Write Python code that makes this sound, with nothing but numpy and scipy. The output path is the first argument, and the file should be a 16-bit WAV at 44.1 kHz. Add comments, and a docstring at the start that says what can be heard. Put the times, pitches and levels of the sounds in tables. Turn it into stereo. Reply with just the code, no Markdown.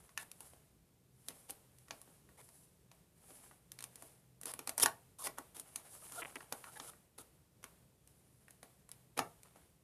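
"""A long cardboard box is handled on a cloth-covered bed in a small room, close to the microphones.
A fan hums throughout. At first skin rubs the card, fingers tap it, nails tick and edges scrape briefly.
After 4.4 s a tuck flap is picked at; near 4.85 s it rips out of its slot and snaps free.
From 6 s tight card creaks and judders where it sticks; more taps and rubs follow, one loud near 9.2 s.
Bursts of noise make the rubs and cracks, fading sine waves the knocks, and sine waves the hums."""
import sys
import numpy as np
from scipy import signal
from scipy.fft import rfft, irfft, next_fast_len
from scipy.io import wavfile
from scipy.ndimage import uniform_filter1d

SR = 44100
rng = np.random.default_rng(int(sys.argv[2]) if len(sys.argv) > 2 else 0)


def store_pcm(level_fs):
    """Save levels as 16-bit WAV."""
    pcm = np.round(np.clip(level_fs, -1, 1) * 32767).astype(np.int16)
    wavfile.write(sys.argv[1], SR, np.atleast_2d(pcm).T)


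N = 433503
TIME = np.arange(N) / SR   # seconds

# Event levels are set before the box's echoes and the microphones are added.
# skin and card sliding over the box, at full strength from start to end:
# (start t/s, end t/s, hiss level/dB, panel level/dB)
STROKES = [(0.0, 0.09, -70.5, -73.5), (0.414, 0.48, -63.5, -72), (1.263, 1.41, -66, -76),
           (1.8, 2.17, -72, -77), (2.42, 2.633, -66.5, -81.5), (3.288, 3.463, -62, -69),
           (4.01, 4.078, -63.5, -70.5), (5.68, 5.903, -65.5, -68.5), (5.937, 6.06, -57, -66.5),
           (6.053, 6.184, -55, -61.5), (6.25, 6.405, -62.5, -63), (6.566, 6.872, -62, -67.5),
           (8.084, 8.551, -76, -83.5), (9.458, 9.611, -75, -74.5)]
# taps and snaps of the card:
# (t/s, panel pitch f/Hz, hollow thud level/dB, knock level/dB, crack level/dB, tick level/dB)
TAPS = [(0.092, 1080, -70, -56.5, -65, -74), (0.1757, 1810, -71, -37, -37.5, -42.5),
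        (0.4057, 800, -57, -50.5, -61.5, -49), (0.5346, 595, -61, -51.5, -70, -70),
        (1.2844, 620, -45.5, -48, -43.5, -39), (1.305, 1120, -54, -51.5, -80, -60),
        (1.496, 745, -47.5, -53, -54, -62), (1.506, 1020.0, -51, -58, -57, -41.5),
        (1.883, 1740, -58, -58, -65, -65), (1.9079, 886, -45, -40.5, -41, -54.5),
        (2.0153, 690.0, -71, -57.5, -80, -54), (2.077, 820, -53, -58.5, -82, -86),
        (2.29, 1120, -55.5, -60, -75, -77), (2.489, 720, -66, -59, -66, -59),
        (2.915, 670, -78, -56, -59, -64), (3.305, 640, -50.5, -58, -63, -72),
        (3.5121, 930, -65, -52.5, -81, -84), (3.7885, 895, -57, -59, -49, -52),
        (3.806, 1100.0, -70, -56, -52, -52), (3.8247, 1010, -55, -53, -53, -49),
        (3.84, 1160, -70, -52, -49.5, -44), (3.9565, 1720.0, -60.5, -61, -57.5, -49.5),
        (4.023, 686, -49, -47, -69, -50), (4.413, 660, -64.0, -58.5, -68, -49.5),
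        (4.433, 1900, -52, -56, -58, -48), (4.456, 980, -45, -50, -50, -39.5),
        (4.5374, 637, -49.5, -43, -53.0, -43), (4.591, 720, -43.5, -43, -46.5, -44),
        (4.6738, 746, -42.5, -39, -41.5, -38), (4.693, 700, -50, -38, -41, -37),
        (4.779, 700.0, -44, -40, -48, -33), (4.7985, 1070, -41, -35.5, -44, -31),
        (4.8061, 1300, -54, -42, -43, -36), (4.8337, 905, -33, -30, -49, -37),
        (4.8593, 1013, -40, -21.5, -29.5, -29.5), (5.2703, 1110, -43.5, -36.5, -42, -45),
        (5.384, 1020, -40, -38, -68, -44.5), (5.5666, 686, -50, -53, -53, -50.5),
        (5.597, 646, -56, -55.5, -57, -42), (5.7586, 780, -50, -46.5, -45.5, -37),
        (6.121, 740.0, -48, -51, -54.5, -49), (6.3561, 660.0, -41.5, -47, -53, -51),
        (6.406, 1240, -77, -47.5, -61.5, -73), (6.5243, 680, -44.5, -32, -42.5, -39),
        (6.642, 1280, -73.0, -43, -58, -73), (6.7993, 1060.0, -44.5, -42, -44.5, -56),
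        (6.9347, 1507, -65.5, -56, -80.5, -78.5), (7.185, 830, -46, -57, -56, -54.5),
        (7.629, 1100, -58, -60, -62, -63), (7.641, 1013, -53.5, -46, -48, -50.5),
        (8.482, 1970, -64, -56.5, -75.5, -67), (8.6297, 700.0, -51, -46, -55.5, -55.5),
        (8.891, 1025, -77.0, -57.5, -62.5, -56), (9.1762, 660, -34, -38, -42.5, -41.5),
        (9.1907, 840, -30, -22.5, -31, -38), (9.5588, 758, -55.5, -53, -70, -77)]
# card edges dragged over card: (start t/s, end t/s, hiss level/dB, swell over the stroke/dB,
# rasp f/Hz, rasp level/dB, panel level/dB)
SCRAPES = [(0.194, 0.234, -55.5, 2, 1780, -62, -61), (1.483, 1.503, -55.5, 25, 780, -68.5, -64),
           (2.374, 2.416, -63, 7, 1960, -72, -64.5), (4.466, 4.52, -48.5, -2, 4940, -62, -54),
           (4.78, 4.791, -43, -10, 5500, -47, -42.5), (4.812, 4.83, -31, 14, 3480, -44.5, -48),
           (4.829, 4.839, -22, -4, 5460, -29.5, -35), (4.837, 4.854, -44.5, -15, 2803, -48, -46.5),
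           (5.186, 5.236, -50, 5.5, 1085, -58.5, -59), (5.238, 5.277, -40.5, 3, 5000, -56, -50),
           (5.373, 5.391, -61, 13, 1380, -54, -54), (5.547, 5.619, -56.5, -5, 1220, -86, -63.5),
           (6.124, 6.215, -52.5, 8.5, 1330, -62, -56.5), (6.669, 6.699, -68, -1, 1300, -60, -61),
           (6.756, 6.779, -57.5, 5, 1730, -59, -57.5), (6.82, 6.902, -56.5, 11, 1300, -67.5, -66.5),
           (7.179, 7.221, -57.5, -1, 1270, -67, -64.5), (9.169, 9.197, -57, 5, 2470, -55, -47.5)]
# fingernails flick over an edge without moving the panel: (t/s, level/dB)
NAIL_TICKS = [(0.315, -49), (1.785, -62), (3.718, -47), (8.0747, -61), (8.507, -56.5), (8.9155, -47.5),
              (9.4324, -56.5)]
# jolts of the whole box on the bed: (t/s, level/dB)
THUMPS = [(1.284, -57), (1.908, -54), (4.833, -39), (4.86, -48.5), (9.19, -35.5)]
# tight card groans as it starts to give: (start t/s, end t/s, slips per s, level/dB)
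CREAKS = [(6.022, 6.033, 680, -60.5), (6.172, 6.199, 716, -45.5), (6.759, 6.779, 875, -55)]
# stick-slip runs: (start t/s, length t/s, slips per s, level/dB)
JUDDERS = [(6.2195, .0145, 315, -31), (6.2498, .009, 155, -32), (6.3572, .004, 340, -32),
           (6.3652, .005, 300, -37)]

# ringing tones, with the time each takes to fall by 60 dB: (f/Hz, level/dB, fall t/s)
PANEL_MODES = [(566, -4.5, 0.017), (684, -4, 0.03), (877, -4.5, 0.019), (963, -3, 0.026), (1136, 1, 0.021),
               (1402, -0.5, 0.019), (1680, -6, 0.022), (1893, -3.5, 0.036), (2637, -4.5, 0.018)]   # card panels
HOLLOW_MODES = [(269.5, -3, 0.028), (447, 4, 0.022)]   # air and walls of the hollow box
BOX_MODES = [(62, -11.5, .2), (109, -4, .28), (159, -5.5, 0.48)]   # the whole box
# resonances of the flap: (f/Hz, width f/Hz, level/dB)
FLAP = [(462, 20, 8.5), (931, 130, 5.5), (3480, 300, 6.5)]

# tone colours, as points on a frequency curve: (f/Hz, level/dB)
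CRACK = [(900, -19.5), (1700, -6.5), (2400, 0), (3400, -4), (4400, -4.5), (5700, -3.5), (6800, -2.5),
         (9000, -29.5)]   # cracking card
FIBRES = [(2000, -20.5), (4500, -8.5), (6500, -6), (8000, -3), (10500, 2.5), (13000, -7), (15000, -13)]   # fine card fibres
PANEL_CRACKLE = [(300, 0), (1300, -4), (7000, -18.5)]   # crackling panels
RUBBED_PANEL = [(90, -3), (200, -11), (400, 0.5), (640, 1), (1000, -5), (1500, -8.5), (3000, -11.5),
                (6000, -26)]   # panels set moving by rubbing
ROOM_NOISE = [(25, -25), (58, 0), (100, -1.5), (170, -0.5), (210, -7), (270, -12), (430, -13.5),
              (700, -24.5), (1300, -32.5), (14000, -35)]   # rumble of moving air
HISS = [(250, 4.5), (600, 3.5), (1300, -7), (3000, -9), (6000, -12.5), (10000, -6.5), (14000, -10)]   # room hiss with the suppressor open

# echoes of the room: (f/Hz, level/dB, time to fall by 60 dB t/s)
ROOM = [(150, -0.5, 0.026), (510, -7, 0.26), (1110, -14, 0.22), (2980, -8, 0.15), (7000, -19, 0.17),
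        (13000, -11.5, 0.17)]
# how alike left and right are: (f/Hz, likeness from 0 to 1)
LIKENESS = [(100, 0.81), (500, 0.76), (1300, 0.27), (3000, 0.23), (6000, 0.35), (10000, 0.038)]
# resonances of the microphone ports: (f/Hz, width f/Hz, left level/dB, right level/dB)
PORTS = [(950, 2600, 4.5, 1), (3173, 4300, -2, 1.5), (9600, 4100, 6, -5), (13600, 650, 3, -6.5)]

CUTOFF_HZ = 14200
FAN_HZ, MAINS_HZ = 127.5, 100   # blade hum and motor hum
CLOSING_DB_PER_S = 59.5   # how fast the noise suppressor closes
STROKE_ATTACK_S, STROKE_RELEASE_S = 0.059, 0.066   # the hand gathers speed, and comes to rest
BRUSH_BELOW_DB, BRUSH_S = 18, 0.0042   # a finger brushes the card just before it lands
GRIP_DETUNE = 0.032   # typical share by which the hands shift the panel tones from blow to blow
FLEX_CYCLES = 6.2   # the struck spot falls by 60 dB in this many cycles
PANEL_RING_DB = -5   # the panel rings on under it
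CONTACT_LAG_S = .00009   # a contact reaches one microphone before the other
RASP_Q = 4.2   # how narrowly each of two filters makes the dragged edge sing
CATCH_DB, CATCHES_PER_S = 1, 550   # the pull comes in uneven jerks
NAIL_CRACK_DB = -7   # the edge's crack against the nail's tick
BOOM_DB, BOOM_T60_S, BOOM_BAND_HZ = -6.5, .24, (140, 290)   # crowded low tones of the jolted walls
CREAK_WAVER, CREAK_SWELL_DB = 0.038, 13   # wavering share of the slip rate; growth until the card lets go
SLIP_LAG_S = 0.0002   # the slips reach the right microphone later


def from_db(db):
    """Turn decibels into a multiplier."""
    return 10 ** (np.asarray(db) / 20)


def rms_one(x):
    """Scale to an average strength (rms) of 1."""
    return x / np.sqrt(np.mean(x ** 2) + 1e-20)


def at_level(hit, db, size=265):
    """Scale a sound so that its first samples (usually 6 ms) have this rms level."""
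    return hit * from_db(db) / np.sqrt(np.mean(hit[:, :size] ** 2))


def at_hz(points, hz, axis=1):
    """Read a table column between its points, with frequency on a log scale."""
    points = np.array(points)
    return np.interp(np.log(hz + 1e-9), np.log(points[:, 0]), points[:, axis])


def add(track, s, sound):
    """Mix a sound into a track at a time in seconds."""
    i = max(round(s * SR), 0)
    track[..., i:i + sound.shape[-1]] += sound[..., :max(N - i, 0)]


def drift(rate):
    """A random wander of rms 1: straight lines between 'rate' random points a second."""
    knots = rng.standard_normal(int(N / SR * rate) + 2)
    return rms_one(np.interp(TIME * rate, np.arange(len(knots)), knots))


def coloured(pair, spectrum):
    """Two unrelated signals become one stereo sound of rms 1, alike in the bass and apart in the treble."""
    length = pair.shape[1]
    size = next_fast_len(length, True)
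    hz = np.arange(size // 2 + 1) * SR / size
    mid, side = rfft(pair, size) * from_db(at_hz(spectrum, hz))
    alike = np.clip(at_hz(LIKENESS, hz), 0, 1)
    stereo = np.sqrt(1 + alike) * mid + np.sqrt(1 - alike) * side * [[1], [-1]]
    return rms_one(irfft(stereo, size)[:, :length])


def grains(per_s, spread_db):
    """Fibres catch and let go at random, most of them weakly."""
    sizes = from_db(spread_db * np.minimum(rng.exponential(1, N), 3))
    return rng.choice([-1, 1], (2, N)) * sizes * (rng.random(N) < per_s / SR)


def resonate(x, hz, width_hz, db):
    """Lift or lower one band, as a resonance does."""
    b, a = signal.iirpeak(hz, hz / width_hz, fs=SR)
    return x + (from_db(db) - 1) * signal.lfilter(b, a, x)


def wander(x, spread_db, rate):
    """As the contact travels, the card's resonances flare and fade, each by its own random wander."""
    out = np.zeros((2, N))
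    for hz in np.geomspace(350, 6500, 12):
        b, a = signal.iirpeak(hz, 5, fs=SR)
        flare = from_db(spread_db * np.minimum(drift(rate), 2))
        out += signal.lfilter(b, a, x) * flare
    return rms_one(out)


def ringing(modes, lag_s, size=4096):
    """Fading sine tones, heard a little earlier at one microphone than at the other."""
    lags = np.maximum([[-lag_s], [lag_s]], 0)
    t = np.maximum(TIME[:size] - lags, 0)
    return sum(gain * np.sin(2 * np.pi * hz * t) * from_db(-60 * t / t60) for hz, gain, t60 in modes)


def knock(pitch_hz, octaves, lag_s):
    """The struck spot flexes at its own pitch and wakes nearby panel tones, slightly detuned by the grip."""
    hz, db, t60 = np.transpose(PANEL_MODES)
    hz = hz * (1 + GRIP_DETUNE * rng.standard_normal(len(hz)))
    distance = np.log2(hz / pitch_hz) / octaves
    strength = from_db(db + PANEL_RING_DB) / (1 + distance ** 2)
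    panel = zip(hz, strength * rng.choice([-1, 1], len(hz)), t60)
    return ringing([(pitch_hz, 1, FLEX_CYCLES / pitch_hz), *panel], lag_s)


def burst(spectrum, fade_s, ring_db, ring_s, size=2048):
    """A fracture spreads quickly through the fibres, and the card shivers briefly after it."""
    t = np.maximum(np.arange(size) - 32, 0) / SR
    spreading = 1 - np.exp(-t / .0006)
    shape = spreading * (np.exp(-t / fade_s) + from_db(ring_db) * np.exp(-t / ring_s))
    return coloured(rng.standard_normal((2, size)) * shape, spectrum)


def fan(hum_db, mains_db, air_db, lead=0.9):
    """Blade and motor hums waver over the rumble of air; the blades' phase differs between microphones."""
    out = from_db(air_db + drift(10)) * coloured(rng.standard_normal((2, N)), ROOM_NOISE)
    for hz, db, ahead in ((FAN_HZ, hum_db, lead), (MAINS_HZ, mains_db, 0)):
        phase = 2 * np.pi * hz * TIME + .8 * drift(5)
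        strength = 1 + .5 * drift(6)
        hum = strength * np.sin(phase + ahead * np.array([[0], [1]]))
        out += from_db(db) * rms_one(hum)
    return out


def rubbing(uneven_db):
    """Strokes swell, hold and die away: a fine hiss, while coarser catches rustle and crackle in the box."""
    hiss, panel = np.zeros((2, N))
    for start, end, hiss_db, panel_db in STROKES:
        edges = np.minimum((TIME - start) / STROKE_ATTACK_S, (end - TIME) / STROKE_RELEASE_S)
        speed = np.exp(np.clip(edges, -20, 0))
        hiss = np.maximum(hiss, from_db(hiss_db) * speed)
        panel = np.maximum(panel, from_db(panel_db) * speed)
    grip_db = uneven_db * drift(45)
    sliding = from_db(0.63 * grip_db) * coloured(grains(per_s=16000, spread_db=2.5), FIBRES)
    catches = coloured(grains(per_s=650, spread_db=3.5), RUBBED_PANEL)
    rustle = wander(catches, spread_db=3.0, rate=50)
    crackle = from_db(-3) * coloured(grains(per_s=110, spread_db=4), PANEL_CRACKLE)
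    return hiss * sliding + panel * (from_db(grip_db) * rustle + crackle)


def suppressed_hiss(sound, hiss_db, open_db, slope):
    """A noise suppressor opens with the box's sounds and closes slowly, so room hiss trails them."""
    power = signal.lfilter([.004], [1, -.996], sound[0] ** 2)
    level_db = 10 * np.log10(power + 1e-12)
    closing = CLOSING_DB_PER_S * TIME
    # a running maximum along a falling slope: jump up at once, come down steadily
    opening_db = np.maximum.accumulate(slope * np.minimum(level_db - open_db, 0) + closing) - closing
    return from_db(hiss_db + opening_db) * coloured(rng.standard_normal((2, N)), HISS)


def room(x, size=20000):
    """Diffuse echoes from near walls, each band fading at its own rate; the left channel feeds them."""
    t, echo = TIME[:size], np.zeros((2, size))
    hz = np.arange(size // 2 + 1) * SR / size
    noise = rfft(coloured(rng.standard_normal((2, size)), [(100, 0), (10000, 0)]))
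    for centre in 125 * 2 ** np.arange(8):   # octave bands
        weight = np.clip(1 - np.abs(np.log2((hz + 1) / centre)), 0, 1)
        band = irfft(noise * weight, size)
        onset = np.clip(t / .004 - 1, 0, 1)   # echoes come in from 4 to 8 ms
        fade = from_db(-60 * t / at_hz(ROOM, centre, axis=2)) * onset
        echo += band * fade / np.linalg.norm(fade) * from_db(at_hz(ROOM, centre))
    return signal.fftconvolve(x[:1], echo, axes=1)[:, :N]


def brushes():
    """Each tap is led in by a short brush of the finger that swells up to the contact."""
    force, lead = np.zeros((2, N)), TIME[:SR // 25]
    swell = np.exp(-lead[::-1] / BRUSH_S)
    for s, _, _, knock_db, _, tick_db in TAPS:
        levels_db = np.array([[knock_db], [tick_db]]) - BRUSH_BELOW_DB
        add(force, s - lead[-1], from_db(levels_db) * swell)
    panel_force, fibre_force = force
    catches = grains(per_s=6000, spread_db=3.0)
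    return panel_force * coloured(catches, RUBBED_PANEL) + fibre_force * coloured(catches, FIBRES)


def taps():
    """Each contact ticks on the surface, cracks the crease, knocks the panel and thuds in the hollow box."""
    out = np.zeros((2, N))
    for s, pitch_hz, thud_db, knock_db, crack_db, tick_db in TAPS:
        lag_s = CONTACT_LAG_S * rng.choice([-1, 1])
        panel = at_level(knock(pitch_hz, octaves=0.75, lag_s=lag_s), knock_db)
        # the bare dB values serve as gains here; at_level then sets the thud's loudness
        thud = at_level(ringing(HOLLOW_MODES, lag_s), thud_db)
        add(out, s, panel - thud)
        crack = burst(CRACK, fade_s=.0009, ring_db=-14, ring_s=.005)
        tick = burst(FIBRES, fade_s=0.00066, ring_db=-15.5, ring_s=0.0048)
        add(out, s - .0006, at_level(crack, crack_db) + at_level(tick, tick_db))
    return out


def scrapes():
    """A cut edge grates across the card in short, jerky strokes, each rasping at a pitch of its own."""
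    force, rasp = np.zeros((2, N)), np.zeros((2, N))
    catches = grains(per_s=9000, spread_db=2.5)
    grit = coloured(catches, CRACK)
    for start, end, hiss_db, swell_db, rasp_hz, rasp_db, panel_db in SCRAPES:
        size = max(round((end - start) * SR), 2)
        swell = from_db(swell_db * np.linspace(-.5, .5, size))
        add(force, start, from_db([[hiss_db], [panel_db]]) * swell)
        b, a = signal.iirpeak(rasp_hz, max(RASP_Q, 1), fs=SR)
        stroke = grit[:, round(start * SR):][:, :size] * swell
        stroke = np.pad(stroke, [(0, 0), (0, SR // 100)])   # 10 ms for the ringing to fade
        sung = signal.lfilter(b, a, signal.lfilter(b, a, stroke))
        add(rasp, start, at_level(sung, rasp_db, size=size))
    hiss, panel = uniform_filter1d(force, size=150, axis=1)   # soften the stroke ends
    jerks = rms_one(from_db(CATCH_DB * np.minimum(drift(CATCHES_PER_S), 2)))
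    body = wander(coloured(catches, RUBBED_PANEL), spread_db=4, rate=70)
    return jerks * (hiss * coloured(catches, FIBRES) + panel * body + rasp)


def nail_ticks():
    """A nail flicks over an edge: a dry tick with a little crack of the edge in it."""
    out = np.zeros((2, N))
    for s, db in NAIL_TICKS:
        for spectrum, part_db in ((FIBRES, db), (CRACK, db + NAIL_CRACK_DB)):
            part = burst(spectrum, fade_s=.0008, ring_db=-17, ring_s=.004)
            add(out, s - .0006, at_level(part, part_db))
    return out


def thumps():
    """After a jolt the whole box wobbles briefly and its walls give a broad, dull boom."""
    out, t = np.zeros((2, N)), TIME[:SR // 2]
    wobble = sum(from_db(db - 60 * t / t60) * np.sin(2 * np.pi * hz * t) for hz, db, t60 in BOX_MODES)
    wobble = wobble / np.abs(wobble).max()
    dull = signal.butter(2, BOOM_BAND_HZ, "band", fs=SR, output="sos")
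    for s, db in THUMPS:
        noise = coloured(rng.standard_normal((2, len(t))), RUBBED_PANEL)
        walls = rms_one(signal.sosfilt(dull, noise))
        boom = walls * from_db(BOOM_DB - 60 * t / BOOM_T60_S)
        add(out, s, from_db(db) * (wobble + boom))
    return out


def creaks(second_db):
    """Slips follow so fast that they fuse into a short, wavering groan of two tones an octave apart."""
    out, waver = np.zeros((2, N)), 1 + CREAK_WAVER * drift(250)
    for start, end, per_s, db in CREAKS:
        i, size = round(start * SR), max(round((end - start) * SR), 2)
        elapsed = np.cumsum(waver[i:i + size]) / SR
        phase = 2 * np.pi * per_s * (elapsed - np.array([[0], [SLIP_LAG_S]]))
        groan = np.sin(phase) + from_db(second_db) * np.sin(2 * phase)
        swell = from_db(CREAK_SWELL_DB * np.linspace(-1, 0, size)) * signal.windows.tukey(size)
        add(out, start, at_level(swell * groan, db, size=size))
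    return out


def judders(pulse_hz, fade_s, panel_db, soft_hz):
    """Tight card sticks and slips: a short run of dull, alike pulses."""
    out, t = np.zeros((2, N)), TIME[:4096] - [[0], [SLIP_LAG_S]]
    ring = at_level(knock(650, octaves=0.8, lag_s=SLIP_LAG_S), panel_db)
    pulse = 2 * (t >= 0) * np.cos(2 * np.pi * pulse_hz * t) * np.exp(-np.abs(t) / fade_s)
    soften = signal.butter(6, soft_hz, fs=SR, output="sos")
    slip = signal.sosfilt(soften, pulse + ring)
    for start, length, per_s, db in JUDDERS:
        for s in np.arange(start, start + length, 1 / per_s):
            # each slip is slightly off in time and level
            add(out, s + rng.normal(0, 0.00036), from_db(db + rng.normal(0, 1)) * slip)
    return out


def scene():
    """The box in its room; the judder is so close that it hardly stirs an echo."""
    grating = scrapes()
    for hz, width_hz, db in FLAP:
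        grating = resonate(grating, hz, width_hz, db)
    box = rubbing(uneven_db=3.0) + brushes() + taps() + grating
    box = box + nail_ticks() + thumps() + creaks(second_db=-3)
    judder = judders(pulse_hz=1600, fade_s=.00022, panel_db=-17, soft_hz=3100)
    background = fan(hum_db=-69, mains_db=-71, air_db=-62)
    background = background + suppressed_hiss(box, hiss_db=-59.0, open_db=-39.0, slope=0.5)
    return box + judder + room(box + from_db(-13) * judder) + background


def record(dry):
    """Each microphone port adds its resonances, the right one has reversed polarity, and the top is cut."""
    out = dry
    for hz, width_hz, left_db, right_db in PORTS:
        out = resonate(out, hz, width_hz, [[left_db], [right_db]])
    top_cut = signal.ellip(12, .1, 80, CUTOFF_HZ, fs=SR, output="sos")
    return signal.sosfilt(top_cut, out * [[1], [-1]])


dry = scene()
out = record(dry)
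store_pcm(out)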